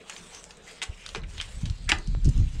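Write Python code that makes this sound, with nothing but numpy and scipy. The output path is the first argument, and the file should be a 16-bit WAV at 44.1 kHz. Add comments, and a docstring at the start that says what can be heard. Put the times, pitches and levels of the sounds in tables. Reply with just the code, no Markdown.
"""A cleaning rod with a wet sponge is pumped through a rifle barrel that stands in a bucket of soapy water, outdoors.
The sponge is shaped noise with foam pops, and the sucked air and suds are narrow gliding bands of noise.
The rod's knocks and clicks are filtered crackle; each knock also rings the barrel as a set of fading sines.
Air pockets ring as rising tones, and one dry pop is a filtered jump.
Rising wind buffets the microphone with low noise and single eddies, over an outdoor background of soft noise."""
import sys
import numpy as np
from scipy import signal
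from scipy.fft import rfft, irfft, next_fast_len
from scipy.io import wavfile
from scipy.ndimage import uniform_filter1d, map_coordinates

SR = 44100
rng = np.random.default_rng(int(sys.argv[2]) if len(sys.argv) > 2 else 0)


def generate_wav(sig):
    """Save sig (samples, or channels by samples) to the path in sys.argv[1] as 16-bit PCM at SR."""
    pcm = np.round(np.clip(np.atleast_2d(sig).T, -1, 1) * 32767).astype(np.int16)
    wavfile.write(sys.argv[1], SR, pcm)


N = 114660

# In the tables, t60_s is the time a sound takes to fade by 60 dB.
# Sponge sliding in the bore, before trims: time_s, hiss_db, rub_db
SPONGE_SLIDE = [ (0, -66.5, -69), (.04, -62.5, -74), (.11, -51, -49.5), (.25, -52.5, -64), (.35, -54, -50),
                (.49, -58.5, -72), (.62, -65.5, -66.5), (.7, -50.5, -51.5), (.85, -65.5, -54),
                (.97, -58, -71), (1.09, -55.5, -89), (1.17, -52, -43.5), (1.22, -75.5, -68),
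                (1.3, -57, -57), (1.44, -54.5, -47.5), (1.57, -51.5, -59), (1.73, -60.5, -56.5),
                (2.2, -62.5, -63), (2.29, -54.5, -52.5), (2.45, -59, -57.5), (2.6, -55.5, -54)]
# Tone colour of the hiss: frequency_hz, gain_db
HISS_COLOUR = [(2000, -3), (4200, -5), (5800, -3), (8000, 0), (9500, -10), (11500, -23), (15000, -31)]
# Tone colour of the rubbing: frequency_hz, gain_db
RUB_COLOUR = [(300, -30.5), (900, 0), (1600, -0.5), (3000, 7), (4500, 2), (6500, -8.5), (12000, -72)]
# Strength of the wind's buffeting, before the soft ceiling: time_s, level_db
WIND_GUSTS = [(0, -62.5), (.13, -75), (.19, -59), (.86, -60.5), (.93, -44.5), (1.02, -56), (1.12, -47),
              (1.24, -33), (1.33, -43), (1.39, -39), (1.52, -45.5), (1.575, -32), (1.61, -44),
              (1.64, -27.5), (1.72, -30), (1.77, -42), (1.91, -31), (2.0, -32.5), (2.045, -46), (2.08, -25),
              (2.18, -24), (2.215, -29.5), (2.26, -12), (2.29, -13), (2.33, -34), (2.37, -18),
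              (2.425, -17.5), (2.52, -36), (2.6, -26)]
# Tone colour of the buffeting: frequency_hz, gain_db
BUFFET_COLOUR = [(12, -31.5), (25, 3), (38, 3.5), (60, -3.5), (90, -8.5), (125, -12), (180, -19),
                 (260, -26.5), (400, -43), (700, -55.5), (2000, -100)]
# Single eddies on the microphone, before the push-pull shape and ceiling: middle_s, strength_db, width_s
WIND_EDDIES = [(0.8993, -22, 0.003), (1.636, -15.5, 0.0015), (1.711, -14, 0.0027), (1.8769, -18, 0.0036),
               (2.084, -16, 0.0019), (2.179, -16, 0.0024), (2.261, -21.5, 0.00095), (2.281, -9, 0.0011),
               (2.387, -12, 0.0025), (2.415, -12.5, 0.0025)]
# Tone colour of the outdoor background: frequency_hz, gain_db
AIR_COLOUR = [(30, -1), (100, -19.5), (170, 7.5), (280, -8), (450, 1), (750, -5.5), (1500, -8),
              (4000, -15.5), (9000, -51), (15000, -50)]
# Level of the outdoor background: time_s, level_db
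AIR_LEVELS = [(0, -53), (.8, -54), (1.4, -59.5), (2, -61.5), (2.6, -62)]
# Air and suds sucked past the sponge: middle_s, length_s, level_db, start_hz, end_hz, half_width_hz
AIR_SUCKS = [(.014, .025, -55, 2500, 2340, 496), (.082, 0.032, -53, 3210, 3120, 600),
             (.19, .06, -52, 2500, 2387, 500), (.37, 0.11, -51, 6000, 5900, 350),
             (.69, 0.068, -51, 2050, 2317, 394), (.932, .05, -52.5, 2500, 2710, 397),
             (1.05, 0.2, -50.5, 2595, 2673, 526), (1.18, 0.026, -68, 4080, 4140, 260),
             (1.241, 0.022, -49.5, 2890, 1750, 402), (1.392, .05, -44.5, 3700, 3320, 500),
             (1.82, 0.25, -61, 4180, 4550, 400), (1.889, 0.026, -40.5, 1780, 2150, 300),
             (1.903, 0.038, -26, 2274, 1980, 300), (2.05, 0.45, -57.5, 4600, 4074, 455),
             (2.42, 0.16, -61.5, 6600, 6700, 260), (2.54, 0.22, -62.5, 3135, 2990, 300)]
# Hard knocks of the rod, before the shared contact colour:
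# start_s, level_db, centre_hz, top_hz, t60_s, ring_db (barrel against knock, before BARREL_TRIM_DB)
ROD_KNOCKS = [(0.0966, -31, 2300, 8950, 0.053, -12), (0.8173, -19, 2980, 5700, 0.022, -25),
              (0.8248, -21, 2660, 9000, 0.059, -14), (.830, -24.5, 3360, 7000, 0.033, -1.5),
              (1.1486, -19.5, 2480, 4540, 0.018, -1.5), (1.1556, -27.5, 1970, 4500, 0.019, -12),
              (1.159, -26, 2250, 4630, 0.018, -10), (1.4009, -29.5, 2310, 4200, 0.038, -16),
              (1.891, -16, 2760, 11900, 0.045, -38), (1.8959, -17, 2420, 9900, 0.039, -2),
              (1.918, -6, 3170, 5640, .013, -9), (1.9188, -11, 2700, 4840, 0.02, -3.5),
              (1.9242, -17, 1550, 4000, 0.028, -10)]
# Light wet clicks in the bore, before the shared contact colour: start_s, level_db, centre_hz, t60_s
WET_CLICKS = [(.097, -24.5, 6100, 0.015), (0.123, -37.5, 2400, .015), (0.1641, -26.5, 3070, 0.013),
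              (0.3476, -28.5, 5800, 0.017), (0.441, -23.5, 6000, 0.004), (.507, -32.5, 3800, 0.022),
              (0.571, -38, 5840, 0.0082), (.8245, -25.5, 7400, 0.0096), (0.8314, -22, 7100, 0.008),
              (.837, -24, 6900, 0.011), (1.063, -20, 4400, .01), (1.0697, -33, 4860, 0.0081),
              (1.090, -24.5, 4200, 0.013), (1.159, -27, 5030, 0.0095), (1.2355, -37, 2730, 0.025),
              (1.3796, -28.5, 3730, 0.022), (1.413, -14, 4160, 0.006), (1.4175, -25, 3280, 0.015),
              (1.4255, -29, 4600, 0.0072), (1.6557, -27.5, 3900, 0.033), (1.699, -25.5, 4250, 0.011),
              (1.8915, -20.5, 6000, 0.04), (1.8951, -17, 5600, 0.031), (1.986, -27.5, 6200, 0.0065),
              (2.074, -29.5, 5660, 0.0077), (2.246, -29.5, 6300, 0.015), (2.252, -32.5, 5430, 0.06),
              (2.29, -30, 6530, .025), (2.378, -31.5, 5700, .006)]
# Tone colour shared by knocks, clicks and barrel ring: frequency_hz, gain_db
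CONTACT_COLOUR = [(200, -5.5), (330, 0.5), (570, -6), (820, -2), (1300, -1.5), (2000, -3), (2900, -5),
                  (4200, -8.5), (6500, -6), (8000, -6.5), (10000, -9.5), (12000, -21), (16000, -17)]
# Ways the barrel and its air column ring: pitch_hz, relative_level_db, t60_s
BARREL_MODES = [(328, -9, 0.13), (402, 1, 0.07), (761.5, -4, .14), (838, -12, 0.069), (1055, -13.5, 0.13),
                (1264, -8, 0.16), (1580, -3, 0.1), (1720, -12, 0.1), (2035, -7.5, 0.22), (2200, -25, 0.074),
                (2530, -9, 0.14), (2970, -15, 0.12), (3000, -17, 0.061), (3460, -9, 0.15), (3900, -2, 0.14),
                (4300, -16, .11)]
# Fading of the scatter from the yard: frequency_hz, t60_s
YARD_FADE = [(300, 0.5), (1500, 0.23), (4000, .16), (10000, 0.19)]
# Pockets of air ringing in the water, low gulps and high pips: start_s, level_db, pitch_hz, t60_s
AIR_POCKETS = [(.098, -33, 3020, 0.017), (.678, -41, 2050, 0.03), (.837, -26, 6950, .012),
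               (1.161, -31.5, 388, 0.053), (1.166, -35.5, 454, 0.11), (1.178, -33, 187, 0.081),
               (1.218, -42, 4050, .012), (1.4007, -20, 3144, 0.026), (1.9182, -11.5, 2870, 0.013),
               (1.921, -27.5, 317, 0.092), (1.922, -27, 828, 0.082)]

RUB_TRIM_DB, HISS_FOAM_DB, RUB_FOAM_DB = -2.5, -4.5, -4
FOAM_POPS_PER_S = 900  # on average
BUFFET_CEILING = 0.4  # sample value, where 1 is full scale
KNOCK_Q, CLICK_Q = 1.24, 2.6  # a higher Q means a narrower resonance
CLICK_TOP_RATIO = 2.1  # top of a click's band over its centre
BARREL_TRIM_DB, BARREL_ATTACK_S = -6.5, 0.001
YARD_DB = -7
BUBBLE_ATTACK_CYCLES = 0.27
BUBBLE_RISE_PER_S = 0.087  # pitch rise as a fraction of the starting pitch
POP_S, POP_DB, POP_DECAY_S, POP_TOP_HZ = 2.1497, -23.5, 0.0011, 3220  # level before the low-pass
TOP_HZ = 15800


def amp(db):
    """Turn decibels into gain."""
    return 10 ** (np.asarray(db) / 20)


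def unit(x):
    """Scale a sound to an average strength (rms) of 1."""
    return x / np.sqrt(np.mean(x ** 2) + 1e-20)


def along(points, hz):
    """Read a value at each frequency from (Hz, value) points on a log axis."""
    point_hz, values = np.transpose(points)
    return np.interp(np.log(hz + 1), np.log(point_hz + 1), values)


def curves(rows):
    """Draw one value per sample for each column after the time."""
    times, *columns = np.transpose(rows)
    return [np.interp(np.arange(N) / SR, times, column) for column in columns]


def wobble(rate):
    """Draw a smooth random curve through `rate` random points a second."""
    random_points = rng.standard_normal(N // 8)
    return map_coordinates(random_points, [np.arange(N) * rate / SR], mode="wrap")


def add(track, start_s, sound):
    """Mix a sound into a track at its start time."""
    i = max(0, round(start_s * SR))
    track[i:i + len(sound)] += sound[:N - i]


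def coloured(x, points):
    """Give a sound the tone colour of (Hz, dB) points, with no sound ahead of its cause."""
    size = 2 * next_fast_len(N + SR // 4)
    gain = amp(along(points, np.fft.rfftfreq(size, 1 / SR)))
    # Folding the cepstrum (spectrum of the log gain) makes the filter act only forwards in time.
    cepstrum = irfft(np.log(gain))
    cepstrum[1:size // 2] *= 2
    cepstrum[size // 2 + 1:] = 0
    return irfft(rfft(x, size) * np.exp(rfft(cepstrum)))[:N]


def rush(colour, patchy_db):
    """Make coloured noise of rms 1 whose gain drifts in patches of time and pitch."""
    grid = signal.stft(rng.standard_normal(N), nperseg=512)[2]
    patches = uniform_filter1d(rng.standard_normal(grid.shape), size=3, axis=0)  # smooth over pitch
    patches = uniform_filter1d(patches, size=10, axis=1)  # smooth over time
    noise = signal.istft(grid * amp(patchy_db * unit(patches)))[1][:N]
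    return unit(coloured(noise, colour))


def foam(colour):
    """Tiny bursting bubbles: coloured random clicks of uneven size, rms 1."""
    bursts = rng.random(N) < FOAM_POPS_PER_S / SR
    return unit(coloured(bursts * rng.standard_normal(N), colour))


def sponge():
    """Wet rubbing and hiss in the bore: two noises that judder together, both gritty with foam."""
    hiss_db, rub_db = curves(SPONGE_SLIDE)
    judder = wobble(70)
    hiss = rush(HISS_COLOUR, patchy_db=5.5) + amp(HISS_FOAM_DB) * foam(HISS_COLOUR)
    rub = rush(RUB_COLOUR, patchy_db=4.5) + amp(RUB_FOAM_DB) * foam(RUB_COLOUR)
    return amp(hiss_db + 1.4 * judder) * hiss + amp(rub_db + RUB_TRIM_DB + judder) * rub


def wind():
    """Low buffeting that follows the gusts, plus push-pull eddies, rounded off at the strongest."""
    gust_db, = curves(WIND_GUSTS)
    rumble = rush(BUFFET_COLOUR, patchy_db=-1)
    # Even out the noise so that the gust curve sets its strength.
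    rumble /= np.sqrt(np.abs(uniform_filter1d(rumble ** 2, size=2000)) + 1e-6)
    pressure = amp(gust_db) * rumble
    t = np.arange(N) / SR
    for middle_s, strength_db, width_s in WIND_EDDIES:
        place = (t - middle_s) / width_s
        pressure -= amp(strength_db) * place * np.exp(-0.5 * place ** 2)
    return BUFFET_CEILING * np.tanh(pressure / BUFFET_CEILING)


def open_air():
    """The outdoor background: gently patchy coloured noise with a slowly changing level."""
    level_db, = curves(AIR_LEVELS)
    return amp(level_db) * rush(AIR_COLOUR, patchy_db=3)


def sucking():
    """Narrow gliding bands of noise that swell and fade as air and suds slip past the sponge."""
    out = np.zeros(N)
    for middle_s, length_s, db, start_hz, end_hz, half_width_hz in AIR_SUCKS:
        n = int(length_s * SR)
        low_pass = signal.butter(2, half_width_hz, fs=SR)
        # Keep only the end of the noise, where the filter has settled.
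        flutter = signal.lfilter(*low_pass, rng.standard_normal((2, SR)))[:, -n:]
        phase = 2 * np.pi * np.cumsum(np.linspace(start_hz, end_hz, n)) / SR
        band = unit(flutter[0] * np.cos(phase) + flutter[1] * np.sin(phase))
        swell = np.sqrt(np.abs(np.hanning(n)))
        add(out, middle_s - length_s / 2, amp(db) * swell * band)
    return out


def contact(hz, t60, q, top_hz):
    """A brief fading chatter of contact through one broad resonance; starts at about rms 1."""
    t = np.arange(SR // 10) / SR
    fade = amp(-60 * t / t60)
    chatter = rng.choice([-1, 1], len(t)) * fade
    burst = signal.lfilter(*signal.iirpeak(hz, q, SR), chatter)
    burst = signal.lfilter(*signal.butter(2, min(top_hz, SR / 3), fs=SR), burst)
    return unit(burst) * np.sqrt(np.mean(fade ** 2))


def barrel(scatter_db, detune):
    """The metal and its air column ring as fading sines; each mode may vary in level and pitch."""
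    t = np.arange(SR // 3) / SR
    ring = np.zeros(len(t))
    for hz, db, t60 in BARREL_MODES:
        level_chance, pitch_chance, phase = rng.standard_normal(3)
        mode_hz = hz * (1 + detune * pitch_chance)
        fade = amp(db + scatter_db * level_chance - 60 * t / t60)
        ring += fade * np.sin(2 * np.pi * (mode_hz * t + phase))
    attack = 1 - np.exp(-t / BARREL_ATTACK_S)
    return ring * attack / np.sqrt(len(BARREL_MODES) / 2)


def rod():
    """Hard rod contacts excite the barrel's ring; light wet clicks are contacts without a ring."""
    out = np.zeros(N)
    for start_s, db, hz, top_hz, t60, ring_db in ROD_KNOCKS:
        add(out, start_s, amp(db) * contact(hz, t60, KNOCK_Q, top_hz))
        ring = barrel(scatter_db=0, detune=0.013)  # only the pitch varies
        add(out, start_s, amp(db + ring_db + BARREL_TRIM_DB) * ring)
    for start_s, db, hz, t60 in WET_CLICKS:
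        add(out, start_s, amp(db) * contact(hz, t60, CLICK_Q, CLICK_TOP_RATIO * hz))
    return coloured(out, CONTACT_COLOUR)


def yard(x):
    """A short, thin scatter from the ground and nearby things, made with a fading noise echo."""
    hz, t, grid = signal.stft(rng.standard_normal(SR // 3), SR, nperseg=256)
    t60 = along(YARD_FADE, hz)[:, None]
    tail = signal.istft(grid * amp(-60 * t / t60))[1]
    return signal.fftconvolve(x, tail / np.linalg.norm(tail))[:N]


def bubbles():
    """Pockets of air ring in the water as fading tones that rise a little in pitch."""
    out = np.zeros(N)
    t = np.arange(SR // 4) / SR
    for start_s, db, hz, t60 in AIR_POCKETS:
        cycles = hz * t * (1 + BUBBLE_RISE_PER_S * t / 2)
        tone = np.sin(2 * np.pi * (cycles + rng.random()))
        attack = 1 - np.exp(-t * hz / BUBBLE_ATTACK_CYCLES)
        add(out, start_s, amp(db - 60 * t / t60) * attack * tone)
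    return out


def pop():
    """One dull, dry pop amid the wind: a sudden jump that dies away, with its treble softened."""
    out = np.zeros(N)
    t = np.arange(SR // 50) / SR
    add(out, POP_S, -amp(POP_DB) * np.exp(-t / POP_DECAY_S))
    return signal.lfilter(*signal.butter(3, POP_TOP_HZ, fs=SR), out)


def scene():
    """The work at the bucket, in open air and wind."""
    blows = rod()
    background = open_air()
    blows_outdoors = blows + amp(YARD_DB) * yard(blows)
    water_and_sponge = bubbles() + sponge() + sucking()
    return (blows_outdoors + water_and_sponge + wind() + pop() + background)[None]


def record(dry):
    """A very steep low-pass filter takes away the treble above the band limit."""
    low_pass = signal.ellip(10, 0.1, 90, TOP_HZ, fs=SR, output="sos")
    return signal.sosfilt(low_pass, dry)


dry = scene()
out = record(dry)
generate_wav(out)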